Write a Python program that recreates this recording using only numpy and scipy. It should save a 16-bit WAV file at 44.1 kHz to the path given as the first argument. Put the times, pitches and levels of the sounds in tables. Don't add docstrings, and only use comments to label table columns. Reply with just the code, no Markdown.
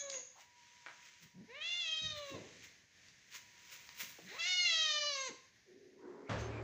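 import sys
import numpy as np
from scipy import signal
from scipy.fft import rfft, irfft, next_fast_len
from scipy.io import wavfile

SR = 44100
rng = np.random.default_rng(int(sys.argv[2]) if len(sys.argv) > 2 else 0)


def digitize_waveform(pressure):
    field = np.atleast_2d(pressure).T
    bounded = np.clip(field, -1, 1)
    quanta = np.round(bounded * 32767).astype(np.int16)
    wavfile.write(sys.argv[1], SR, quanta)


N = 292383
TIME = np.arange(N) / SR


def amp(db):
    return 10 ** (np.asarray(db) / 20)


def unit(x):
    return x / np.sqrt(np.mean(x ** 2) + 1e-20)


def read(points, hz):
    f, value = np.transpose(points)
    return np.interp(np.log(hz + 1), np.log(f + 1), value)


def follow(rows, t):
    s, *columns = np.transpose(rows)
    return [np.interp(t, s, c) for c in columns]


def add(mix, s, sound):
    part = mix[max(0, round(s * SR)):][:len(sound)]
    part += sound[:len(part)]


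def colour(x, points):
    gain = amp(read(points, np.fft.rfftfreq(len(x), 1 / SR)))
    return unit(irfft(rfft(x) * gain, len(x)))


def wander(size, hz):
    n = next_fast_len(size)
    f = np.fft.rfftfreq(n, 1 / SR)
    spectrum = rfft(rng.standard_normal(n)) / (1 + (f / hz) ** 4)
    return unit(irfft(spectrum, n))[:size]


def ring(x, hz, width):
    r = np.exp(-np.pi * width / SR)
    pole = r * np.exp(2j * np.pi * hz / SR)
    return 2 * signal.lfilter([1 - r], [1, -pole], x).real


def die_away(x, t60):
    hz, t, z = signal.stft(x, SR, nperseg=256)
    decay = 1000. ** (-t / read(t60, hz)[:, None])
    return signal.istft(z * decay, SR)[1][:len(x)]


def swell(s, rise, fall, hold=0):
    before, after = (s - TIME) / rise, (TIME - s - hold) / fall
    return np.exp(-np.maximum(np.maximum(before, after), 0))


# pitch_hz, level_db
AIR = [(30, -2), (120, 3), (300, -5), (700, -9.5), (1300, -14), (1800, 3), (3000, -8), (6600, -5.5),
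       (7600, -24), (9000, -27.5), (13500, -30), (15200, -30)]
# time_s, level_db
AIR_LEVEL = [(1.24, -2.5), (1.32, -3.5), (1.5, 1.5), (1.62, 0), (2.74, 3.5), (2.9, -3.5), (2.97, 2.5),
             (3.24, 0), (3.5, 3), (5.42, 0.5), (5.6, 0), (6.05, -5.5), (6.3, -6.5)]
AIR_DB, AIR_WAVER_DB = -69, 0.7


def air():
    lull_db, = follow(AIR_LEVEL, TIME)
    level_db = AIR_DB + lull_db + AIR_WAVER_DB * wander(N, 14)
    return colour(rng.standard_normal(N), AIR) * amp(level_db)


# pitch_hz, t60_s
ROOM_T60 = [(200, 0.36), (1000, 0.56), (3000, 0.58), (8000, 0.55)]


def room(x, first=.004):
    signs = rng.choice([-1., 1.], SR)
    hits = rng.random(SR) < 3000 / SR
    taps = signs * hits * (np.arange(SR) > first * SR)
    tail = die_away(taps, ROOM_T60)
    return signal.fftconvolve(x, tail / np.linalg.norm(tail))[:N]


# start_s, hold_s, level_db
WHINES = [(0.46, 0.52, -72), (1.152, 0.9, -80), (3.4, 0.68, -76.5)]
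WHINE_HZ, WHINE_EDGE_S = 966, 0.069
WHINE_WAVER_DB, WHINE_JITTER = 1.5, 0.008


def whine():
    level = sum(amp(db) * swell(s, WHINE_EDGE_S, WHINE_EDGE_S, hold) for s, hold, db in WHINES)
    pitch = WHINE_HZ * (1 + WHINE_JITTER * wander(N, 40))
    phase = 2 * np.pi * np.cumsum(pitch) / SR
    return unit(np.sin(phase)) * level * amp(WHINE_WAVER_DB * wander(N, 12))


# pitch_hz, level_db
HISS_BAND = [(5400, -21), (6200, 0.5), (6600, 11.5), (6950, 3), (7500, -33.5), (8200, -42)]
# peak_s, level_db
HISSES = [(0, -44.5), (0.136, -42.5)]
HISS_RISE_S, HISS_FALL_S = 0.013, 0.072


def hiss(flutter_db=1.1):
    level = sum(amp(db) * swell(s, HISS_RISE_S, HISS_FALL_S) for s, db in HISSES)
    return colour(rng.standard_normal(N), HISS_BAND) * level * amp(flutter_db * wander(N, 53))


# start_s, level_db, low_edge_hz, high_edge_hz, t60_s
STEPS = [(0.353, -58, 656, 1120, 0.33), (0.866, -54, 450, 2550, 0.3), (2.011, -48.5, 64.4, 157, 0.4),
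         (2.088, -52.5, 70.57, 129, 0.44), (2.3, -54, 92, 129, 0.8), (2.298, -48.5, 246.7, 365, 0.26),
         (2.328, -47.5, 163, 525, 0.71), (4.018, -63, 120, 254, 0.47), (4.749, -55, 45, 91, 0.16),
         (5.286, -49.5, 231, 440, 0.25)]


def steps(rise=0.019):
    out, t = np.zeros(N), np.arange(SR) / SR
    for s, db, low_hz, high_hz, t60 in STEPS:
        b, a = signal.butter(2, [low_hz, high_hz], "band", fs=SR)
        thud = unit(signal.lfilter(b, a, rng.standard_normal(SR)))
        add(out, s, amp(db) * thud * amp(-60 * t / t60) * np.minimum(t / rise, 1))
    return out


# peak_s, level_db, sizzle_db re the rub, rise_s
RUBS = [(0.416, -50, -15, 0.037), (1.067, -54.5, -16, 0.045), (1.231, -57, -3, 0.012),
        (2.177, -46.5, -12.5, 0.015), (2.299, -55, -6, 0.04), (2.639, -51, -8, 0.0065),
        (3.07, -62, -32, 0.017), (3.354, -39.5, -9.5, 0.018), (3.728, -46, -2, 0.0066),
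        (4.01, -35.5, -0.5, 0.014), (4.1, -57.5, 3.5, 0.019), (6.41, -44, -25, 0.021)]
# start_s, hold_s, level_db, sizzle_db re the slide
SLIDES = [(0.626, 0.58, -55.5, -29), (2.289, 0.35, -52, -37), (3.01, 0.69, -60.5, -26),
          (3.702, 0.67, -53.5, -11.5), (4.397, 0.75, -60, -11)]
# pitch_hz, level_db
RUB = [(240, -34), (400, -19), (535, -4), (793, -71), (945, -1.5), (1190, -6), (2040, 7), (4690, -1.5),
       (5270, -0.5), (6370, 4), (7370, -4), (9710, -35.5), (13000, -41)]
# pitch_hz, level_db
SIZZLE = [(9000, -11.5), (13000, -16), (14500, -4.5), (15200, 9.5), (16000, -26)]
RUB_FALL_S, SLIDE_EDGE_S = 0.026, 0.11


def rubs(rub_db=-10, sizzle_db=-10, grain_db=1.5):
    body, top = np.zeros(N), np.zeros(N)
    for s, db, top_db, rise in RUBS:
        stroke = amp(db) * swell(s, rise, RUB_FALL_S)
        body += stroke
        top += stroke * amp(top_db)
    for s, hold, db, top_db in SLIDES:
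        stroke = amp(db) * swell(s, SLIDE_EDGE_S, SLIDE_EDGE_S, hold)
        body += stroke
        top += stroke * amp(top_db)
    grains = rng.standard_normal(N) * amp(grain_db * wander(N, 370))
    swish = amp(rub_db) * body * colour(grains, RUB)
    return swish + amp(sizzle_db) * top * colour(grains, SIZZLE)


# start_s, peak_db, centre_hz, crackle_t60_s, crackle (share, 0-1)
TICKS = [(0.099, -30.5, 5970, 0.014, .1), (.102, -27, 4770, 0.009, 0.04), (.117, -40, 4400, 0.022, 0.5),
         (0.128, -42, 1920, 0.033, 0.17), (0.142, -38.5, 2500, 0.017, 0.34),
         (.863, -34.5, 1600, 0.021, 0.08), (0.869, -35.5, 1420, 0.018, 0.07),
         (0.885, -38.5, 1740, 0.035, 0.02), (3.085, -47, 4200, 0.017, .15), (3.326, -42, 3500, .01, 0.15),
         (3.891, -36.5, 3430, 0.0072, 0.33), (4.186, -46, 410, 0.065, 0.18)]


def ticks(damping=0.85, dull_hz=7200):
    out, t = np.zeros(N), np.arange(SR // 10) / SR
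    band = signal.butter(5, [250, dull_hz], "band", fs=SR, output="sos")
    for s, db, hz, t60, crackle in TICKS:
        push = (t == 0) + crackle * rng.standard_normal(len(t)) * amp(-60 * t / t60)
        swing = ring(ring(push, hz, damping * hz), hz, damping * hz)
        tick = signal.sosfilt(band, swing)
        add(out, s, amp(db) * tick / abs(tick).max())
    return out


# start_s, length_s, groan_db, grating_db
SHOVES = [(5.647, 0.44, -62.5, -83), (5.997, 0.27, -54, -60.5), (6.28, 0.045, -61, -38.5),
          (6.33, 0.33, -50, -50.5)]
# pitch_hz, width_hz, level_db
GROAN = [(280, 73, -7), (363.8, 8.5, 5), (396.7, 23, 0.5), (432, 65, -9.5)]
# pitch_hz, level_db
GRATE = [(280, -65), (480, 3), (536, 7), (746, 1), (1110, -2.5), (2090, -10), (2280, -20.5), (2810, -25),
         (5120, -26), (5580, -33), (7670, -28.5), (9000, -80), (11700, -103), (19800, -120)]
SHOVE_RISE_S, SHOVE_FALL_S = 0.068, 0.027


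def drag(slips_hz=65, unevenness=.35, grit=0.09):
    groaning, grating = np.zeros(N), np.zeros(N)
    for s, length, groan_db, grate_db in SHOVES:
        onset = np.clip((TIME - s) / SHOVE_RISE_S, 0, 1)
        push = onset * swell(s, SHOVE_RISE_S, SHOVE_FALL_S, length)
        groaning += amp(groan_db) * push
        grating += amp(grate_db) * push
    turns = np.cumsum(slips_hz * (1 + unevenness * wander(N, 49.92))) / SR
    slips = np.diff(np.floor(turns), prepend=0) + grit * rng.standard_normal(N)
    modes = [amp(db) * ring(ring(slips, hz, 2 * width), hz, 2 * width) for hz, width, db in GROAN]
    return unit(sum(modes)) * groaning + colour(slips, GRATE) * grating


# start_s, hold_s, pitch_hz, width_hz, level_db
SQUEALS = [(6.003, 0.19, 960, 169, -68), (6.02, 0.04, 1470, 120, -74.5), (6.279, 0.017, 2170, 350, -61),
           (6.393, 0.08, 6270, 350, -64), (6.518, 0.078, 2340, 298, -58)]


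def squeals(edge_s=0.015):
    out = np.zeros(N)
    for s, hold, hz, width, db in SQUEALS:
        song = unit(ring(ring(rng.standard_normal(N), hz, width), hz, width))
        out += amp(db) * song * swell(s, edge_s, edge_s, hold)
    return out


# start_s, thud_db, boom_db
THUMPS = [(6.292, -37.5, -43.5), (6.375, -51, -44), (6.53, -54.5, -51)]
# pitch_hz, level_db
THUMP = [(29, -29), (50, 3), (109, 2), (286, -3), (343, -20), (683, -4.5), (766, -35), (839, -7),
         (1420, -12.5), (1560, -11), (2100, -15.5), (6460, -30.5), (12000, -66), (15600, -105),
         (22000, -120)]
# pitch_hz, t60_s
THUMP_T60 = [(100, 0.83), (800, 0.36), (3000, 1), (7000, 0.81)]
# pitch_hz, level_db, t60_s
DOOR = [(71.9, -0.5, 0.73), (88.5, -7, 0.72), (110.9, -1.5, 3.3), (158, -17, 1.3), (197.4, -14.5, 3.7),
        (304, -8, 1.9), (556, -17, 0.32), (775, -26, .35)]


def thump(rise=0.0037):
    out, t = np.zeros(N), np.arange(SR) / SR
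    for s, thud_db, boom_db in THUMPS:
        thud = die_away(colour(rng.standard_normal(SR), THUMP), THUMP_T60)
        modes = [amp(db - 60 * t / t60) * np.sin(2 * np.pi * (hz * t + rng.random()))
                 for hz, db, t60 in DOOR]
        blow = amp(thud_db) * thud + amp(boom_db) * sum(modes)
        add(out, s, blow * np.minimum(t / rise, 1))
    return out


# start_s, length_s, middle_pitch_hz, level_db
MURMURS = [(1.21, 0.077, 181.7, -60), (1.335, 0.13, 200, -50.5), (4.215, 0.089, 178.5, -55.5)]
MURMUR_OCTAVES_PER_S = 4.5


def murmur(start, length, hz, db, jitter=0.15, overtone_db=-16):
    t = np.arange(0, length, 1 / SR)
    pitch = hz * 2 ** (MURMUR_OCTAVES_PER_S * (t - length / 2))
    phase = 2 * np.pi * np.cumsum(pitch * (1 + jitter * wander(len(t), 110))) / SR
    hum = sum(amp(overtone_db * np.log2(k)) * np.sin(k * phase) for k in range(1, 7))
    return start, unit(hum) * amp(db) * np.sin(np.pi * t / length)


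# time_s, pitch_hz
PITCH_1 = [(0.0, 573), (0.138, 541.7), (0.172, 510), (0.23, 492)]
PITCH_2 = [(1.47, 402.8), (1.54, 526.7), (1.572, 584), (1.612, 615.4), (1.638, 662.6), (1.692, 694),
           (1.79, 703.5), (1.874, 640.7), (2.064, 627), (2.346, 536.5), (2.4, 460)]
PITCH_3 = [(4.255, 289.8), (4.3, 349), (4.34, 466.4), (4.374, 556), (4.388, 661.3), (4.438, 681.5),
           (4.474, 732.3), (4.57, 723.3), (4.632, 712.4), (4.724, 657), (4.842, 632.6), (4.92, 606.6),
           (5.05, 584.3), (5.086, 586.4), (5.17, 542.4), (5.23, 531.4), (5.272, 513), (5.296, 452),
           (5.32, 374)]
# time_s, rasp_db, half_harmonics_db
ROUGH_1 = [(0, -9.5, -39), (0.23, 3, -38)]
ROUGH_2 = [(1.48, -9, -21), (1.65, -13.5, -31.5), (1.9, -22, -36.5), (2.3, -7.5, -31), (2.4, -18, -22)]
ROUGH_3 = [(4.28, 4, -8), (4.33, 6.5, -17), (4.375, 14, -15), (4.395, -17, -17.5), (4.48, -12.5, -10),
           (4.56, -21.5, -30.5), (4.75, -18, -33), (4.98, -21, -38), (5.24, -20.5, -49), (5.31, -8, -13)]
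# time_s, lower_hz, upper_hz, upper_height_db
VOWEL_1 = [(0, 1810, 3600, 10), (0.23, 1890, 3400, 6)]
VOWEL_2 = [(1.5, 1970, 2420, 5.4), (1.57, 2350, 2930, 11), (1.66, 2720, 3430, 7.8), (1.79, 2920, 3620, 8.3),
           (1.87, 2600, 3100, 8.9), (1.95, 2920, 3380, 8), (2.03, 3320, 3940, 4.7), (2.11, 3470, 3900, 4.5),
           (2.24, 2770, 3930, 6)]
VOWEL_3 = [(4.29, 1870, 2500, 6.5), (4.37, 2300, 2900, 12), (4.41, 2700, 3280, 7.4),
           (4.48, 2490, 3340, 1.6), (4.58, 2600, 4350, 4.2), (4.67, 2670, 4170, 6.2),
           (4.71, 3270, 3950, 3.8), (4.84, 3150, 3760, 4), (4.95, 3000, 3600, 3), (5.06, 2930, 3995, 4.07),
           (5.13, 2670, 3993, 6.2), (5.22, 2200, 3760, 2.2)]
# pitch_curve, lips_part_s, parting_s, jaw_widest_s, lips_close_s, mouth_db,
# jaw_swell_db, closing_drop_db, vowel_curve, low_harmonic_thinning_db, nasal_hum_db,
# hum_lost_until_lips_close_db, second_harmonic_of_hum_db, bright_edge_db, roughness_curve, tremor_db,
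# flutter (share, 0-1), growth_behind_shut_lips_db_per_s2, floor_dip_hz
MEOWS = [(PITCH_1, -0.64, .02, -0.058, 0.019, -40, 5.7, 6.6, VOWEL_1, 0.89, -43.5, 16, -13, -58, ROUGH_1, 0, 0, 0, 2850),
         (PITCH_2, 1.618, 0.022, 2.055, 2.128, -34, 3.6, 9.2, VOWEL_2, 5.2, -47.5, 7, -5, -49, ROUGH_2, 1.6, 0.23, 650, 4330),
         (PITCH_3, 4.388, 0.0044, 4.73, 5.16, -26, 12.9, 1, VOWEL_3, 0, -45.5, 0.83, 0, -38.5, ROUGH_3, 0.22, 0.06, 40, 3540)]
SHUT_DB, SAG_DB_PER_S, TREMOR_HZ = -11.5, 11.5, 16.14
MUFFLE_OPEN_DB, MUFFLE_SHUT_DB, MUFFLE_CLOSING_DB = 0.5, 13.5, 3
SETTLE_S, UNSETTLED_EDGE_DB = 0.18, -15
ATTACK_S, CLOSE_S, RELEASE_S = .045, 0.017, 0.048
FLUTTER_HZ, FLUTTER_S = 50, 0.033
EDGE_SINK = 0.081


def meow_controls(curve, part_s, parting_s, widest_s, close_s, mouth_db, swell_db, drop_db, vowel,
                  thin_db, hum_db, hum_lost_db, second_db, edge_db, roughness, tremor_db, flutter,
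                  build_db_per_s2):
    start, end = curve[0][0], curve[-1][0]
    t = np.arange(start, end, 1 / SR)
    pitch, = follow(curve, t)
    begun = min(start, part_s)
    jaw = np.interp(t, [part_s, widest_s, end], [0, 1, 0])
    shut = .5 - .5 * np.tanh((t - part_s) / parting_s)
    closed = .5 + .5 * np.tanh((t - close_s) / CLOSE_S)
    unsettled = np.exp(-((t - begun) / SETTLE_S) ** 2)
    voicing = np.minimum((t - begun) / ATTACK_S, 1) * np.minimum((end - t) / RELEASE_S, 1)
    flutter_swell = np.exp(-((t - close_s) / FLUTTER_S + 1) ** 2)
    voicing *= 1 + flutter * flutter_swell * np.cos(2 * np.pi * FLUTTER_HZ * (t - close_s))
    build_db = build_db_per_s2 * np.maximum(part_s - t, 0) ** 2
    lips_db = SHUT_DB * shut - build_db - drop_db * closed
    tremble_db = tremor_db * np.cos(2 * np.pi * TREMOR_HZ * (t - widest_s))
    effort_db = tremble_db - swell_db * (1 - jaw) ** 2 - SAG_DB_PER_S * (t - part_s)
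    level_db = mouth_db + lips_db + effort_db
    nose_db = hum_db - hum_lost_db * (1 - closed) - level_db
    bright_db = edge_db + lips_db + UNSETTLED_EDGE_DB * unsettled - level_db
    muffle_db = MUFFLE_OPEN_DB + MUFFLE_SHUT_DB * shut + MUFFLE_CLOSING_DB * closed
    rasp_db, halves_db = follow(roughness, t)
    sunk = 1 - EDGE_SINK * np.interp(t, [widest_s, close_s], [0, 1])
    return (t, pitch, voicing, level_db, nose_db, second_db, bright_db, follow(vowel, t), thin_db,
            rasp_db, halves_db, muffle_db, sunk, closed)


# pitch_hz, level_db
MOUTH = [(1300, -31.5), (1600, -3), (2100, 3), (2450, -1.5), (3000, 1), (3800, 4), (4400, -1.5),
         (4900, -60.5)]
# pitch_hz, level_db
NOSE = [(350, -15), (450, 1), (520, -6), (555, -4.5), (592, 0.5), (645, -14.5), (720, -15.5), (900, -7.5),
        (1080, -2.5), (1200, -1), (1300, -4.5), (1450, -13.5)]
# pitch_hz, level_db
EDGE = [(4150, -13), (4500, 6), (5100, 5), (5720, 1.5), (6430, 4.5), (7000, -7), (7700, -15), (8500, -38),
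        (10500, -34.5), (12000, -67.5)]
# pitch_hz, level_db
NOSE_EDGE = [(3700, -5), (4200, -0.5), (4800, -6), (5350, -10), (5900, -1.5), (6450, 4.5), (7000, -14),
             (7600, -8), (8500, -45), (9500, -31), (11000, -61)]
# pitch_hz, half_width_hz, full_depth_db
NOTCHES = [(1730, 43, 2), (3150, 190, 25)]
THROAT_HZ = [1920, 5260, 6500]
# pitch_hz, level_db
THROAT_NOISE = [(900, -18.5), (1400, -11.5), (1800, -6), (2400, -8), (3200, -6.5), (4000, 4), (4700, -7.5),
                (6300, -2), (7500, -12), (9000, -51.5)]
THIN_BELOW_HZ = 2270
FLOOR_DIP_DB, FLOOR_DIP_WIDTH = 16, 31
PHASE_DRIFT = 0.8


def meow(row, jitter=0.00296, shimmer=0.058, width_hz=520, peak_half_hz=310, focus_db=9, rasp_hz=190,
         skirt_db=-3, flicker_db=1.83, turbulence_db=1.0, lips_hz=1850, lips_width=850,
         hum_waver_db=1.5):
    *gesture, dip_hz = row
    (t, pitch, voicing, level_db, hum_db, second_db, edge_db, vowel, thin_db,
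     rasp_db, halves_db, muffle_db, sunk, closed) = meow_controls(*gesture)
    mouth_hz, upper_hz, upper_db = vowel
    k = np.arange(1, 21)[:, None]
    hz = k * pitch
    peaks = [(mouth_hz, focus_db), (upper_hz, upper_db)]
    resonance_db = sum(db / (1 + ((hz - centre) / peak_half_hz) ** 2) for centre, db in peaks)

    nose = ((k == 1) + (k == 2) * amp(second_db)) * amp(read(NOSE, hz))
    nasal_db = hum_db + 10 * np.log10((nose ** 2).sum(0))
    nasality = 1 / (1 + amp(-nasal_db))
    notch_db = nasality * sum(depth / (1 + ((hz - f) / half) ** 2) for f, half, depth in NOTCHES)
    low_cut_db = thin_db / (1 + (hz / THIN_BELOW_HZ) ** 10)
    tilt_db = muffle_db * np.log2(hz / mouth_hz)
    mouth = amp(read(MOUTH, hz) + resonance_db - notch_db - low_cut_db - tilt_db)
    edge = amp((1 - closed) * read(EDGE, hz / sunk) + closed * read(NOSE_EDGE, hz))
    waver_db = hum_waver_db * (1 - closed) * wander(len(t), 20.6)
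    paths = [(mouth, 0), (nose, nasal_db + waver_db), (edge, edge_db - muffle_db)]
    gains = np.sqrt(sum((g * amp(db)) ** 2 / (g ** 2).sum(0) for g, db in paths))
    gains = gains * amp(-FLOOR_DIP_DB / (1 + ((hz - dip_hz) / FLOOR_DIP_WIDTH) ** 2))

    centres = [mouth_hz, upper_hz, *THROAT_HZ]
    lag = sum(np.arctan((hz - centre) / (width_hz / 2)) for centre in centres)
    lag = lag + PHASE_DRIFT * np.array([wander(len(t), 2.2) for _ in k])
    phase = 2 * np.pi * np.cumsum(pitch * (1 + jitter * wander(len(t), 57))) / SR
    unsteady = np.sqrt(hz / 3500)
    gains = gains * amp(flicker_db * unsteady * np.array([wander(len(t), 40) for _ in k]))

    chance = rng.standard_normal(hz.shape) + 1j * rng.standard_normal(hz.shape)
    skirt = signal.lfilter(*signal.butter(2, rasp_hz, fs=SR), chance)
    rasp = amp(rasp_db)
    roughened = 1 + amp(skirt_db) * rasp * unsteady * skirt / skirt.std()
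    partials = roughened * np.exp(1j * (k * phase - lag))
    partials = partials * (1 + amp(halves_db) * np.minimum(unsteady, 1) * np.exp(-1j * phase / 2))

    puffs = colour(rng.standard_normal(len(t)) * (1 + np.cos(phase)), THROAT_NOISE)
    opening = amp(-muffle_db)
    puffs = opening * puffs + (1 - opening) * unit(ring(puffs, lips_hz, lips_width))
    tone = np.sqrt(2) * (gains * partials.real).sum(0)
    voice = tone + amp(turbulence_db) * rasp * puffs
    level = amp(level_db) * (1 + shimmer * wander(len(t), 45)) / np.sqrt(1 + rasp ** 2)
    return t[0], voice * level * voicing


def scene(cat_db=-3.5, cat_room_db=-11, tick_room_db=-3, rub_room_db=-10):
    cat = np.zeros(N)
    for row in MEOWS:
        add(cat, *meow(row))
    for row in MURMURS:
        add(cat, *murmur(*row))
    tick, rub = ticks(), rubs()
    echoes = room(amp(cat_room_db) * cat + amp(tick_room_db) * tick + amp(rub_room_db) * rub)
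    near = amp(cat_db) * cat + tick + rub + echoes
    door = drag() + squeals() + thump()
    return (near + steps() + hiss() + door + air() + whine())[None]


CUT_HZ = 15600


def record(dry):
    thin = signal.sosfilt(signal.butter(4, 58, "high", fs=SR, output="sos"), dry)
    lowpass = signal.firwin(511, CUT_HZ, window=("kaiser", 9), fs=SR)
    return signal.oaconvolve(thin, lowpass[None], "same")


dry = scene()
out = record(dry)
digitize_waveform(out)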